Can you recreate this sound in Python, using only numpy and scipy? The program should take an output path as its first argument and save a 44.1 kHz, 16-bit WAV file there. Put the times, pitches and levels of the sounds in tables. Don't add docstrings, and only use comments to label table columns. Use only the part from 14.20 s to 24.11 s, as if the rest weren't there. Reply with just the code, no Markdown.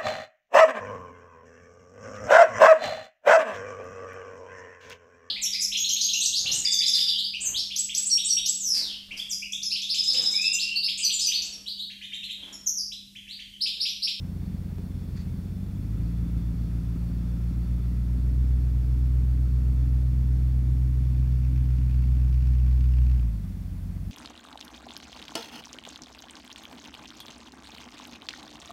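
import sys
import numpy as np
from scipy import signal
from scipy.fft import rfft, irfft, next_fast_len
from scipy.io import wavfile

SR = 44100
rng = np.random.default_rng(int(sys.argv[2]) if len(sys.argv) > 2 else 0)


def to_wav(s):
    ch = np.atleast_2d(s).T
    pcm = np.round(np.clip(ch, -1, 1) * 32767)
    wavfile.write(sys.argv[1], SR, pcm.astype(np.int16))


N = 437031
TIME = np.arange(N) / SR

# delay_s, level_db
ECHOES = [(.047, -16), (.109, -19), (.183, -22)]
# frequency_hz, level_db
HISS = [(100, 5), (3000, 0.1), (8000, -2), (10000, 0.49), (11000, -.5), (12100, 1.8), (13200, 0),
        (16000, 0)]
# frequency_hz, width_hz, level_db
PULLEYS = [(3500, 215, 5), (4470, 500, 2.5), (5270, 450, 0)]
# frequency_hz, level_db
RUSH = [(25, 2), (100, 18), (250, 14.5), (330, 7.5), (420, 1), (600, -5), (900, -9.5), (1400, -12.5),
        (2000, -14), (2600, -16), (3200, -23), (5000, -23), (8000, -27.5), (16000, -46)]
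# start_s, level_db
KNOCKS = [(0.584, -43.5), (.825, -55)]
# frequency_hz, level_db
SCRAPE = [(600, -13), (1300, -1), (2000, 3), (3200, -8), (4000, -2), (4550, 8), (5200, -6), (7000, -7),
          (12000, -36)]
# frequency_hz, level_db
PUFF = [(500, -16), (1150, -2), (1900, -4), (2250, -2), (2500, 3), (2900, -2), (3300, -7), (3900, -12),
        (4600, -6), (5500, -9), (7000, -22), (14000, -42)]
CYLINDERS = [(1, 1.9, .75), (-1, -.6, 1.0), (1, 1.0, .4), (-1, -.4, .85), (-1, -1.0, .9), (1, -.1, .4),
             (-1, -1.0, .6), (1, .3, .4)]
# frequency_hz, level_db
LOPE_PIPE = [(15, -47), (32, -9), (45, -0.5), (60, 11.5), (74, 8), (105, -17.5), (130, 4.5), (170, 1),
             (400, -28.5), (4000, -100)]
# frequency_hz, level_db
TAILPIPE_RING = [(20, -71), (90, -38.5), (130, -7.5), (150, -1.5), (175, 3.5), (203, 1), (225, -11.5),
                 (290, -18.5), (350, -26.5), (500, -36), (900, -47.5), (4000, -100)]
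# frequency_hz, level_db
LOAD_PIPE = [(15, -16), (38, -7), (66, 4), (86, -2), (100, 5), (109, -6), (124, 0), (145, -2), (166, 0),
             (190, -10), (228, -3), (240, -10), (262, -10), (283, -7), (320, -23), (450, -34), (4000, -100)]
# frequency_hz, level_db
MUFFLER = [(46, -12), (55, -4.5), (60, -3.5), (62.3, 0.5), (88, -3), (103, -2.5), (116, -7), (125, -3.5),
           (133, -7), (155, -13), (173, -3.5), (182, -9.5), (187, -26)]
# time_s, first_db, second_db, third_db
SWELL = [(0, -4, -3, -2), (1.8, -2, -1.5, 0), (2.6, -3, -1.5, -2.5), (4.2, 1.1, -1, -0.5),
         (7.2, -0.4, 3, -3), (9.07, 4.5, 0.5, -6.5), (9.25, 3, -2.5, -4)]
# time_s, firing_rate_hz
SPEED = [(0.0, 43.94), (0.95, 44.48), (1.09, 41.25), (1.31, 45.88), (1.48, 47.66), (1.9, 57.54),
         (2.73, 57.32), (3.87, 60.09), (4.31, 62.35), (4.66, 61.16), (4.89, 62.55), (5.14, 62.12),
         (6.12, 62.88), (7.34, 62.87), (8.95, 62.02), (9.29, 46.28), (9.52, 45.18), (9.91, 46.41)]

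PULL_START_S, LOAD_ATTACK_S, PULL_END_S, LOAD_RELEASE_S = 1.45, .35, 9.03, .16
BELT_DB, BELT_AWAY_DB = -68.5, -4.5
RUSH_DB, RUSH_LOAD_DB, RUSH_AWAY_DB, RUSH_STRAIN_DB = -44, 1.5, -0.5, 1
LEAK_START_S, LEAK_ATTACK_S, LEAK_END_S, LEAK_RELEASE_S = 6.45, .45, 8.93, .15
LEAK_DB, LEAK_GROWTH_DB_PER_S = -68, 3.2
BURBLE_DB, BURBLE_AWAY_DB, BURBLE_EVEN_DB = -43.5, -3, -2
ROUGHNESS = .3
DRONE_DB, DRONE_LOAD_DB, DRONE_STEP_DB = -27.5, 4.5, -4


def from_db(db):
    return 10 ** (np.asarray(db) / 20)


def rms_one(x):
    return x / np.sqrt(np.mean(x ** 2) + 1e-20)


def in_time(rows):
    time_s, *columns = np.transpose(rows)
    return [np.interp(TIME, time_s, column) for column in columns]


def ramp(start_s, length_s):
    return np.clip((TIME - start_s) / length_s, 0, 1)


def noise():
    return rng.standard_normal(N)


def drift(rate_hz):
    values = rng.standard_normal(2000)
    return rms_one(np.interp(TIME * rate_hz, np.arange(2000), values))


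def colour(x, spectrum):
    size = 2 * next_fast_len(N // 2 + SR // 4)
    hz, db = np.transpose(spectrum)
    bins_hz = np.maximum(np.fft.rfftfreq(size, 1 / SR), 1)
    response_db = np.interp(np.log(bins_hz), np.log(hz), db)
    cepstrum = irfft(np.log(from_db(response_db)))
    cepstrum[1:size // 2] *= 2
    cepstrum[size // 2 + 1:] = 0
    response = np.exp(rfft(cepstrum))
    return irfft(rfft(x, size) * response)[:N]


def resonate(x, hz, width_hz):
    r = np.exp(-np.pi * width_hz / SR)
    zeros = np.array([1, 0, -1]) * (1 - r * r) / 2
    poles = [1, -2 * r * np.cos(2 * np.pi * hz / SR), r * r]
    return signal.lfilter(zeros, poles, x)


def ring_twice(x, hz, width_hz):
    return resonate(resonate(x, hz, width_hz), hz, 2 * width_hz)


def firings(turn):
    at = np.flatnonzero(np.diff(np.floor(turn)) > 0)
    cylinder = np.floor(turn[at]).astype(int) % len(CYLINDERS)
    return at, np.array(CYLINDERS)[cylinder].T


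def clicks(at, sizes):
    out = np.zeros(N)
    out[at] = sizes
    return out


def yard(x, wall_hz=1500):
    dull = signal.sosfilt(signal.butter(1, wall_hz, fs=SR, output="sos"), x)
    echoes = sum(from_db(db) * np.interp(TIME - delay_s, TIME, dull, left=0) for delay_s, db in ECHOES)
    return x + echoes


def ground_dip(x, hz=390, width_hz=260, depth=0.49):
    far = np.interp(TIME, [5.8, 8.3], [0, 1])
    return x - depth * far * resonate(x, hz, width_hz)


def belts(turn, flicker_db=1.65, swing=0.056):
    cycle = np.sin(2 * np.pi * turn / len(CYLINDERS))
    rub = noise() * (1 + swing * cycle)
    rings = 0
    for hz, width_hz, db in PULLEYS:
        rings = rings + from_db(db + flicker_db * drift(14)) * ring_twice(rub, hz, width_hz)
    return rms_one(rings)


def whine():
    on = np.interp(TIME, [1.5, 1.85, 5.5, 7.0], [0, 1, .7, 0])
    ring = ring_twice(noise(), 1315, 130)
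    return on * from_db(-69 + 2 * drift(20)) * rms_one(ring)


def engine_bay(turn, throb=0.013, lope=0.0084, flutter_db=0.32):
    firing = np.cos(2 * np.pi * turn)
    cycle = np.cos(2 * np.pi * turn / len(CYLINDERS))
    pulsing = 1 + throb * firing + lope * cycle
    return from_db(flutter_db * drift(25)) * rms_one(colour(pulsing * noise(), RUSH))


def knocks(hz=330, width_hz=130, decay_s=0.02):
    shake = sum(from_db(db) * (TIME > start_s) * np.exp(-np.abs(TIME - start_s) / decay_s)
                for start_s, db in KNOCKS)
    return shake * rms_one(ring_twice(noise(), hz, width_hz))


def take_up(level_db=-57):
    stroke = np.interp(TIME, [.925, .957, .97, 1.01, 1.065], [0, .4, 1, .9, 0])
    grit = from_db(1.5 * drift(190))
    return from_db(level_db) * stroke * rms_one(colour(noise() * grit, SCRAPE))


def manifold_leak(turn, puff_s=0.0025, spread_db=2.2):
    at, (_, _, strength) = firings(turn + 0.28)
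    sizes = strength * from_db(spread_db * np.clip(noise()[at], -2, 2))
    r = np.exp(-1 / (puff_s * SR))
    gate = signal.lfilter([1], [1, -2 * r, r * r], clicks(at, sizes) + 1e-18)
    return rms_one(colour(gate * noise(), PUFF))


def burble(turn, load, lope_db=4.5, bark_db=7, pull_db=8.5):
    chance = ROUGHNESS * noise()
    at, (_, push, _) = firings(turn)
    pulses = clicks(at, push - push.mean() + chance[at])
    pull = from_db(pull_db) * rms_one(colour(pulses, LOAD_PIPE))
    at, (bank, _, _) = firings(turn - .1)
    near_pulses = clicks(at, 1 - bank + chance[at])
    bark = from_db(bark_db) * rms_one(colour(near_pulses, TAILPIPE_RING))
    at, (bank, _, _) = firings(turn - .74)
    bank_pulses = clicks(at, bank + chance[at])
    lope = from_db(lope_db) * rms_one(colour(bank_pulses, LOPE_PIPE))
    return np.sqrt(1 - load) * (lope + bark) + np.sqrt(load) * pull


def drone_levels(rate, load):
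    hz, resonance_db = np.transpose(MUFFLER)
    source_db = DRONE_DB + DRONE_LOAD_DB * load
    levels_db = []
    for k, swell_db in enumerate(in_time(SWELL)):
        muffler_db = np.interp(np.log((k + 1) * rate), np.log(hz), resonance_db)
        levels_db.append(source_db + DRONE_STEP_DB * k + muffler_db + swell_db)
    return levels_db


def drone(turn, levels_db, waver_db=0.38):
    lag, lean = 1.1, .75
    out = 0
    for k, db in enumerate(levels_db, 1):
        delay = lag * (k + (k - 1) * (k - 2))
        gain = from_db(db + waver_db * drift(17))
        out = out - gain * np.cos(2 * np.pi * k * turn - delay + lean)
    return np.sqrt(2) * out


def scene():
    rate, = in_time(SPEED)
    turn = np.cumsum(rate) / SR
    load = ramp(PULL_START_S, LOAD_ATTACK_S) * (1 - ramp(PULL_END_S, LOAD_RELEASE_S))
    away = np.cumsum(load) / np.sum(load)

    belt_gain = from_db(BELT_DB + BELT_AWAY_DB * away)
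    rush_gain = from_db(RUSH_DB + RUSH_LOAD_DB * load + (RUSH_AWAY_DB + RUSH_STRAIN_DB * load) * away)
    front = belt_gain * belts(turn) + rush_gain * engine_bay(turn)

    leak_open = ramp(LEAK_START_S, LEAK_ATTACK_S) * (1 - ramp(LEAK_END_S, LEAK_RELEASE_S))
    leak_gain = leak_open * from_db(LEAK_DB + LEAK_GROWTH_DB_PER_S * (TIME - LEAK_START_S))
    burble_gain = from_db(BURBLE_DB + (BURBLE_AWAY_DB + BURBLE_EVEN_DB * load) * away)
    exhaust = leak_gain * manifold_leak(turn) + burble_gain * burble(turn, load)

    truck = front + whine() + knocks() + take_up() + exhaust
    low_drone = drone(turn, drone_levels(rate, load))
    return (yard(ground_dip(truck)) + low_drone)[None]


def record(dry, hiss_db=-62.5, tone_db=-86, cutoff_hz=15720):
    hiss = from_db(hiss_db) * rms_one(colour(noise(), HISS))
    tone = from_db(tone_db) * np.sqrt(2) * np.sin(2 * np.pi * 13750 * TIME)
    low_pass = signal.ellip(12, .1, 90, cutoff_hz, fs=SR, output="sos")
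    return signal.sosfilt(low_pass, dry + hiss + tone)


dry = scene()
out = record(dry)
to_wav(out)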